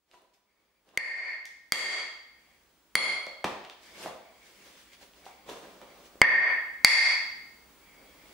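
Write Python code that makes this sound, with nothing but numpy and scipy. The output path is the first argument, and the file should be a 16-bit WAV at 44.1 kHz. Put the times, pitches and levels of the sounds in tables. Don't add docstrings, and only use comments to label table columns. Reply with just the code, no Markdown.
import sys
import numpy as np
from scipy import signal
from scipy.fft import rfft, irfft
from scipy.io import wavfile
from scipy.ndimage import uniform_filter1d

SR = 44100
rng = np.random.default_rng(int(sys.argv[2]) if len(sys.argv) > 2 else 0)


def ratio(d):
    e = np.asarray(d, float) / 20
    return 10 ** e


def master(y):
    cut = np.clip(np.atleast_2d(y).T, -1, 1)
    pcm = np.round(cut * 32767)
    wavfile.write(sys.argv[1], SR, pcm.astype(np.int16))


N = 367353


def evened(x):
    return x / np.sqrt(np.mean(x ** 2) + 1e-20)


def read(points, hz):
    f, value = np.transpose(points)
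    return np.interp(np.log(hz + 1), np.log(f + 1), value)


def add(mix, s, sound):
    part = mix[round(s * SR):][:len(sound)]
    part += sound[:len(part)]


def fade(s):
    start, bend = ratio(-23.5), 1.1
    return start + (1 - start) * (s * SR / N) ** bend


def unfaded(db, s):
    return ratio(db) / fade(s)


def causal(gain, smear=0.):
    half, log_gain = len(gain) // 2 + 1, np.log(gain + 1e-9)
    hz = np.linspace(0, SR / 2, half)
    delay = smear * np.interp(hz, np.linspace(0, SR / 2, 120), rng.random(120) ** 2)
    minimum_phase = signal.hilbert(log_gain).imag[:half]
    phase = minimum_phase + 2 * np.pi * np.cumsum(delay) * hz[1]
    return irfft(np.exp(log_gain[:half] - 1j * phase))[:half - 1]


def click(points, smear=0.):
    hz = abs(np.fft.fftfreq(4096, 1 / SR))
    return causal(ratio(read(points, hz)), smear)


def ring(hz, t60, t, phase=0.):
    return ratio(-60 * t / t60) * np.sin(2 * np.pi * (hz * t + phase))


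# frequency in Hz, likeness from 0 to 1.
LIKENESS = [(50, 0.86), (500, 0.84), (1500, 0.48), (5000, 0.13), (9000, 0.1), (15000, 0.19)]


def noise(gain, patchy_db):
    hz = np.fft.rfftfreq(512, 1 / SR)
    a, b, c, d, patches = rng.standard_normal((N // 128 + 5, 257, 5)).T
    patches = evened(uniform_filter1d(uniform_filter1d(patches, 8, 0), 16, 1))
    same = np.clip(read(LIKENESS, hz), -1, 1)[:, None]
    left = a + 1j * b
    right = same * left + np.sqrt(1 - same ** 2) * (c + 1j * d)
    z = np.array([left, right]) * gain(hz)[:, None] * ratio(patchy_db * patches)
    return evened(signal.istft(z, nperseg=512, noverlap=384)[1][:, :N])


# frequency in Hz, level in dB per Hz.
AIR_COLOUR = [(59, -24.5), (100, -7), (257, 2), (297, 1.5), (502, -4.5), (674, -3.5), (885, -2.5),
              (1190, -3.5), (11400, -12.5), (15000, -16)]


def still_air():
    colour = AIR_COLOUR + [(15450, -30)]
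    return ratio(-61.5) * noise(lambda hz: ratio(read(colour, hz)), patchy_db=.4)


def rumble():
    centre_hz, width_hz, level_db = 55.3, 17, -76
    hz = np.fft.rfftfreq(N, 1 / SR)
    a, b = rng.standard_normal((2, N))
    hump = 1 / (1 + ((hz - centre_hz) / width_hz) ** 4)
    drone = evened(irfft(rfft([a, a + .35 * b]) * hump, N))
    return ratio(level_db) * ratio([[-1.5], [1.5]]) * drone


def electric_whine():
    return ratio(-68.5) * np.sqrt(2) * np.sin(2 * np.pi * 15591.6 * np.arange(N) / SR)


# start in seconds, peak in dB, pitch in Hz, t60 in seconds.
CHIP_TICKS = [(0.1122, -47, 3330, 0.013), (0.34, -65, 3250, 0.011), (0.889, -52, 3190, 0.004),
              (1.4538, -33.5, 5160, 0.023), (3.265, -37, 4330, 0.04), (3.4944, -61.5, 2810, 0.03),
              (3.64, -45, 2840, 0.012), (3.6479, -36, 2700, 0.019), (3.6515, -43, 3410, 0.012),
              (3.6971, -33, 3200, 0.021), (4.9314, -45, 3320, 0.01), (5.1344, -48.5, 2950, 0.01),
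              (5.254, -41.5, 3940, 0.01), (5.497, -38, 3670, 0.008), (5.6317, -51.5, 3440, 0.0079),
              (5.7455, -56.5, 2800, 0.026), (6.291, -38.5, 9140, 0.013), (0.2185, -59, 11000, 0.006)]


def chips():
    out, t = np.zeros(N), np.arange(2048) / SR
    for s, db, hz, t60 in CHIP_TICKS:
        colour = [(0.18 * hz, -34), (0.3 * hz, -12), (hz, 0), (1.4 * hz, -6), (3.4 * hz, -24), (7 * hz, -40)]
        tick = click(colour, smear=0.002)
        add(out, s + .001, unfaded(db, s) * (tick / abs(tick).max() + .2 * ring(hz, t60, t)))
    return out


# start in seconds, peak in dB, body pitch in Hz, relative tick in dB,
# t60 in seconds.
MAT_KNOCKS = [(0.131, -53.5, 700, -13, 0.03), (0.136, -50.5, 977, -21.5, 0.071),
              (0.216, -56, 414, -27, 0.05), (0.597, -69, 520, -4, 0.03), (3.264, -38, 590, -26, 0.026),
              (4.056, -27.5, 650, -20.5, 0.026), (5.01, -53, 570, -11, 0.032),
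              (5.26, -40.5, 752, -23, 0.055), (5.486, -36.5, 457, -11.5, 0.048),
              (5.512, -43, 432, -18.5, 0.04), (5.649, -46, 550, -9, 0.027), (5.811, -36, 540, -15, 0.033),
              (6.151, -45, 446, -18.5, 0.015)]


def knocks():
    out, t = np.zeros(N), np.arange(2048) / SR
    for s, db, hz, tick_db, t60 in MAT_KNOCKS:
        colour = [(30, -30), (0.49 * hz, -12), (hz, 0), (1.9 * hz, -10), (4500, tick_db - 11.5),
                  (16000, tick_db - 25)]
        push = click(colour, smear=0.003995)
        body = 0.65 * ring(hz, t60, t) * np.minimum(t / 0.00087, 1)
        add(out, s + 0.0043, unfaded(db, s) * (push / abs(push).max() + body))
    return out


# frequency in Hz, level in dB per Hz.
SHUFFLE_COLOUR = [(59, -59.5), (100, -21), (360, -2.5), (755, -5), (909, -10.5), (982, -5.5), (1610, -16.5),
                  (4000, -19.5), (5200, -49.5), (8800, -120)]
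# frequency in Hz, level in dB per Hz.
GRIT_COLOUR = [(880, -34), (1500, -3.5), (2190, -3), (5020, -5), (6630, -7), (11900, -14), (14900, -19.5),
               (16000, -30)]
# frequency in Hz, width in Hz, level in dB.
RUB_MODES = [(1785, 80, -5.5), (2204, 300, 3), (3306, 50, 6), (4660, 150, -3.5)]
# firmest contact in seconds, rise in seconds, fall in seconds,
# shuffle in dB, relative grit in dB.
HAND_STROKES = [(.14, 0.073, 0.17, -69.5, 1.5), (0.34, 0.011, 0.07, -80.5, 12), (.62, 0.29, 0.3, -80, -5),
                (.89, 0.065, .06, -68, -3), (.95, 0.071, 0.11, -64, -9), (2.4, 0.17, 1, -76.5, 4.5),
                (3.83, 0.033, 0.44, -69, 10.5), (4.04, 0.14, 0.047, -48.5, 3), (4.07, 0.059, 0.11, -45, -6),
                (4.48, 0.29, 0.21, -69.5, 7), (4.68, 0.32, 0.27, -63, 5.5), (4.78, 0.057, 0.22, -74, 15),
                (4.935, 0.031, 0.055, -73, 15.5), (5.028, 0.055, 0.078, -62, 6), (5.18, .1, 0.23, -68, 3.5),
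                (5.265, 0.061, 0.145, -62.5, 4.5), (5.495, 0.045, 0.18, -47, -3),
                (5.64, 0.15, 0.49, -56, -6.5), (5.823, .015, 0.068, -52, -14), (5.999, 0.32, .4, -61.5, -3),
                (6.06, 0.048, .06, -71, 12), (7.7, .1, 0.073, -95, 16), (8.02, .2, 0.27, -63.5, -18),
                (8.3, .3, 0.25, -64, 0.5)]
# start in seconds, length in seconds, level in dB.
PALM_SLIDES = [
    (0.442, 0.4, -81.5),
    (2.3, 0.32, -72),
    (3.814, 0.34, -61),
    (4.203, 0.54, -69),
    (4.848, 0.13, -63),
    (5.183, 0.31, -67.5),
    (5.84, 0.13, -62),
    (7.786, 0.85, -67),
]


def handling():
    t = np.arange(0, N + 64, 64) / SR
    powers = np.zeros((3, len(t)))
    for s, rise, fall, db, grit_db in HAND_STROKES:
        away = np.maximum((s - t) / rise, (t - s) / fall)
        stroke = unfaded(db - 20 * away, t)
        powers[:2] += [stroke ** 2, (ratio(grit_db) * stroke) ** 2]
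    for s, length, db in PALM_SLIDES:
        edge = np.clip(np.minimum(t - s, s + length - t) / .05, 0, 1)
        powers[2] += (edge * unfaded(db, t)) ** 2
    levels = [np.interp(np.arange(N) / SR, t, level) for level in np.sqrt(powers)]
    shuffle = noise(lambda hz: ratio(read(SHUFFLE_COLOUR, hz)), patchy_db=1.0)
    grains = ratio(2.2 * uniform_filter1d(rng.exponential(1, N), size=40) * 3)
    hiss = evened(grains * noise(lambda hz: ratio(read(GRIT_COLOUR, hz)), patchy_db=1.5))

    def resonances(hz):
        return sum(ratio(db) / (1 + (2 * (hz - f) / w) ** 2) for f, w, db in RUB_MODES)

    rub = noise(resonances, patchy_db=3)
    return levels[0] * shuffle + levels[1] * hiss + levels[2] * rub


# start in seconds, strength in dB, then crack colour in dB at the three CRACK_BANDS.
HAMMER_BLOWS = [
    (.9742, 21.8, -29.5, -39.5, -41.5),
    (1.7212, 7.7, -15, -19.5, -19),
    (2.9538, 3.6, -19.5, -25.5, -33.5),
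    (6.2163, 5.4, -16, -28.5, -44.5),
    (6.8467, 9.9, -26.5, -24.5, -29),
]
CRACK_BANDS = (1250, 2900, 8000)
# t60 in seconds, then level in dB for each of the five blows, set by where it lands.
SLAB_MODES = [(0.042, -34, -26.5, -32, -18, -44.5), (0.058, -10.5, -6.5, -41, 4, -10),
              (0.03, -4, 2.5, -0.5, 4, 1), (0.031, -67, -6.5, -12, -24, -21),
              (0.026, -22.5, -17.5, -7, -38, -44), (0.015, -15, 4, -8.5, -10, 1.5),
              (0.019, -41, -40.5, -24.5, -28.5, -15.5), (0.01, -29, -5, -14, -46, -16),
              (0.0099, -61.5, -10, -19.5, -44.5, -21), (0.014, -30.5, -19, -9, -45.5, -15.5),
              (0.022, -56, -42, -33, -42.5, -30), (0.0045, -61.5, -62.5, -35, -43.5, -45),
              (.012, -56.5, -45.5, -27, -64.5, -38), (0.0087, -20.5, -0.5, -44.5, 0, -6.5)]
MODE_HZ = (1000, 1848, 2135, 3285, 4340, 4625, 5590, 6990, 8340, 9420, 10600, 11900, 14400, 2225)


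def blows():
    near, far, t = np.zeros(N), np.zeros(N), np.arange(4096) / SR
    contact = np.minimum(t / 0.00055, 1)
    spread = np.sin(np.pi / 2 * np.minimum(t / 0.0013, 1)) ** 2
    sideways = ratio(-25)
    for k, (s, strength_db, *colour_db) in enumerate(HAMMER_BLOWS):
        modes = []
        for m, row in enumerate(SLAB_MODES):
            sign = (-1) ** max(m, 2)
            modes.append(sign * ratio(row[1 + k]) * contact * ring(MODE_HZ[m], row[0], t))
        low, high = colour_db[0], colour_db[-1]
        colour = [(40, low - 34), (170, low - 8.5), (550, low)]
        colour += list(zip(CRACK_BANDS, colour_db)) + [(20000, high - 20.5)]
        crack = 60 * click(colour, smear=0.001108)
        add(near, s, ratio(strength_db) * (sum(modes) + (sideways - 1) * modes[1]))
        add(near, s, ratio(strength_db + 2.0) * crack)
        parts = [spread * mode for mode in modes] + [crack]
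        power = sum(abs(np.fft.fft(part, 8192)) ** 2 for part in parts)
        add(far, s, ratio(strength_db) * causal(np.sqrt(power), smear=.0015))
    return near, far


# frequency in Hz, level in dB per Hz.
SET_DOWN_COLOUR = [(24, -44), (40, -26), (321, -9), (355, -7), (443, -8.5), (866, -6.5), (980, -7.5),
                   (1350, -12.5), (2390, -14), (15000, -42)]


def hammer_set_down():
    out, s = np.zeros(N), 3.4425
    crunch = click(SET_DOWN_COLOUR, smear=.009)
    add(out, s, unfaded(-16, s) * crunch / abs(crunch).max())
    return out


# frequency in Hz, t60 in seconds.
ROOM_DECAY = [(150, 0.49), (500, 0.71), (1000, 0.76), (2000, 0.74), (4500, 0.73), (9000, 0.54),
              (15000, 0.33)]
# delay in seconds, level in dB.
WALL_ECHOES = [(.0045, -14), (.0112, -6), (.0145, -10), (.0175, -13), (.0228, -8), (.0275, -13),
               (.0345, -11)]


def room(x, tail_db=2.5):
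    taps = np.zeros((2, SR))
    at = np.arange(200, SR - 20, 20) + rng.integers(0, 20, (2, (SR - 201) // 20))
    np.put_along_axis(taps, at, rng.choice([-1., 1.], at.shape), 1)
    hz, t, z = signal.stft(taps, SR, nperseg=256)
    same = np.clip(read(LIKENESS, hz) ** 1.1, 0, 1)[:, None]
    z[1] = same * z[0] + np.sqrt(1 - same ** 2) * z[1]
    decay = ratio(-60 * t / read(ROOM_DECAY, hz)[:, None])
    tail = signal.istft(z * decay, SR, nperseg=256)[1][:, :SR]
    tail *= np.minimum(np.arange(SR) / SR / 0.006, 1)
    tail *= ratio(tail_db) / np.linalg.norm(tail[0])
    for k, (s, db) in enumerate(WALL_ECHOES):
        wall = ratio(db) * click([(100, -11.0), (3000, 0.5), (9000, -7.0), (20000, -15.5)], smear=0.0012)
        for port, lead in zip(tail, (3, -3)):
            add(port, s + lead * (k % 3 - 1) / SR, wall)
    return signal.fftconvolve(x[None], tail, axes=1)[:, :N]


# frequency in Hz, level in dB.
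EDGE_COLOUR = [(30, 1), (300, -10.5), (1000, -7), (2200, 5.5), (5000, 1.5), (9000, 0.5), (14000, 3)]


def port_difference(direct):
    side = ratio(-18) * signal.oaconvolve(direct, click(EDGE_COLOUR, smear=0.0013))[:N]
    return np.array([side, -side])


def scene():
    background = still_air() + rumble() + electric_whine()
    small = chips() + knocks() + hammer_set_down()
    hands = handling()
    near, far = blows()
    wet = room(far + ratio(-3.5) * small + ratio(-7.5) * hands.mean(0))
    return port_difference(near + small) + near + small + hands + wet + background


def limiter(dry):
    t = np.arange(N) / SR
    quick = np.exp(-1 / (0.012 * SR))
    power_db = 10 * np.log10(signal.lfilter([1 - quick], [1, -quick], (dry ** 2).mean(0)) + 1e-12)
    fall = 110 * t
    held_db = np.maximum.accumulate(power_db + fall) - fall
    over_db = np.maximum(held_db + 21.0, 0)
    lag = np.exp(-1 / (0.002 * SR))
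    return dry / ratio(0.97 * signal.lfilter([1 - lag], [1, -lag], over_db))


# frequency in Hz, level in dB.
MIC_COLOUR = [(20, 5.5), (14800, 0.5), (15800, 0.5), (16400, -4.5), (22050, -43.5)]


def microphone(x):
    return signal.oaconvolve(x, click(MIC_COLOUR)[None])[:, :N]


def low_pass(x):
    return signal.sosfilt(signal.butter(12, 17030, fs=SR, output="sos"), x)


def record(dry):
    limited = limiter(dry)
    ceiling = .8
    clipped = limited / (1 + abs(limited / ceiling) ** 6) ** (1 / 6)
    heard = microphone(clipped)
    return low_pass(heard * fade(np.arange(N) / SR))


dry = scene()
out = record(dry)
master(out)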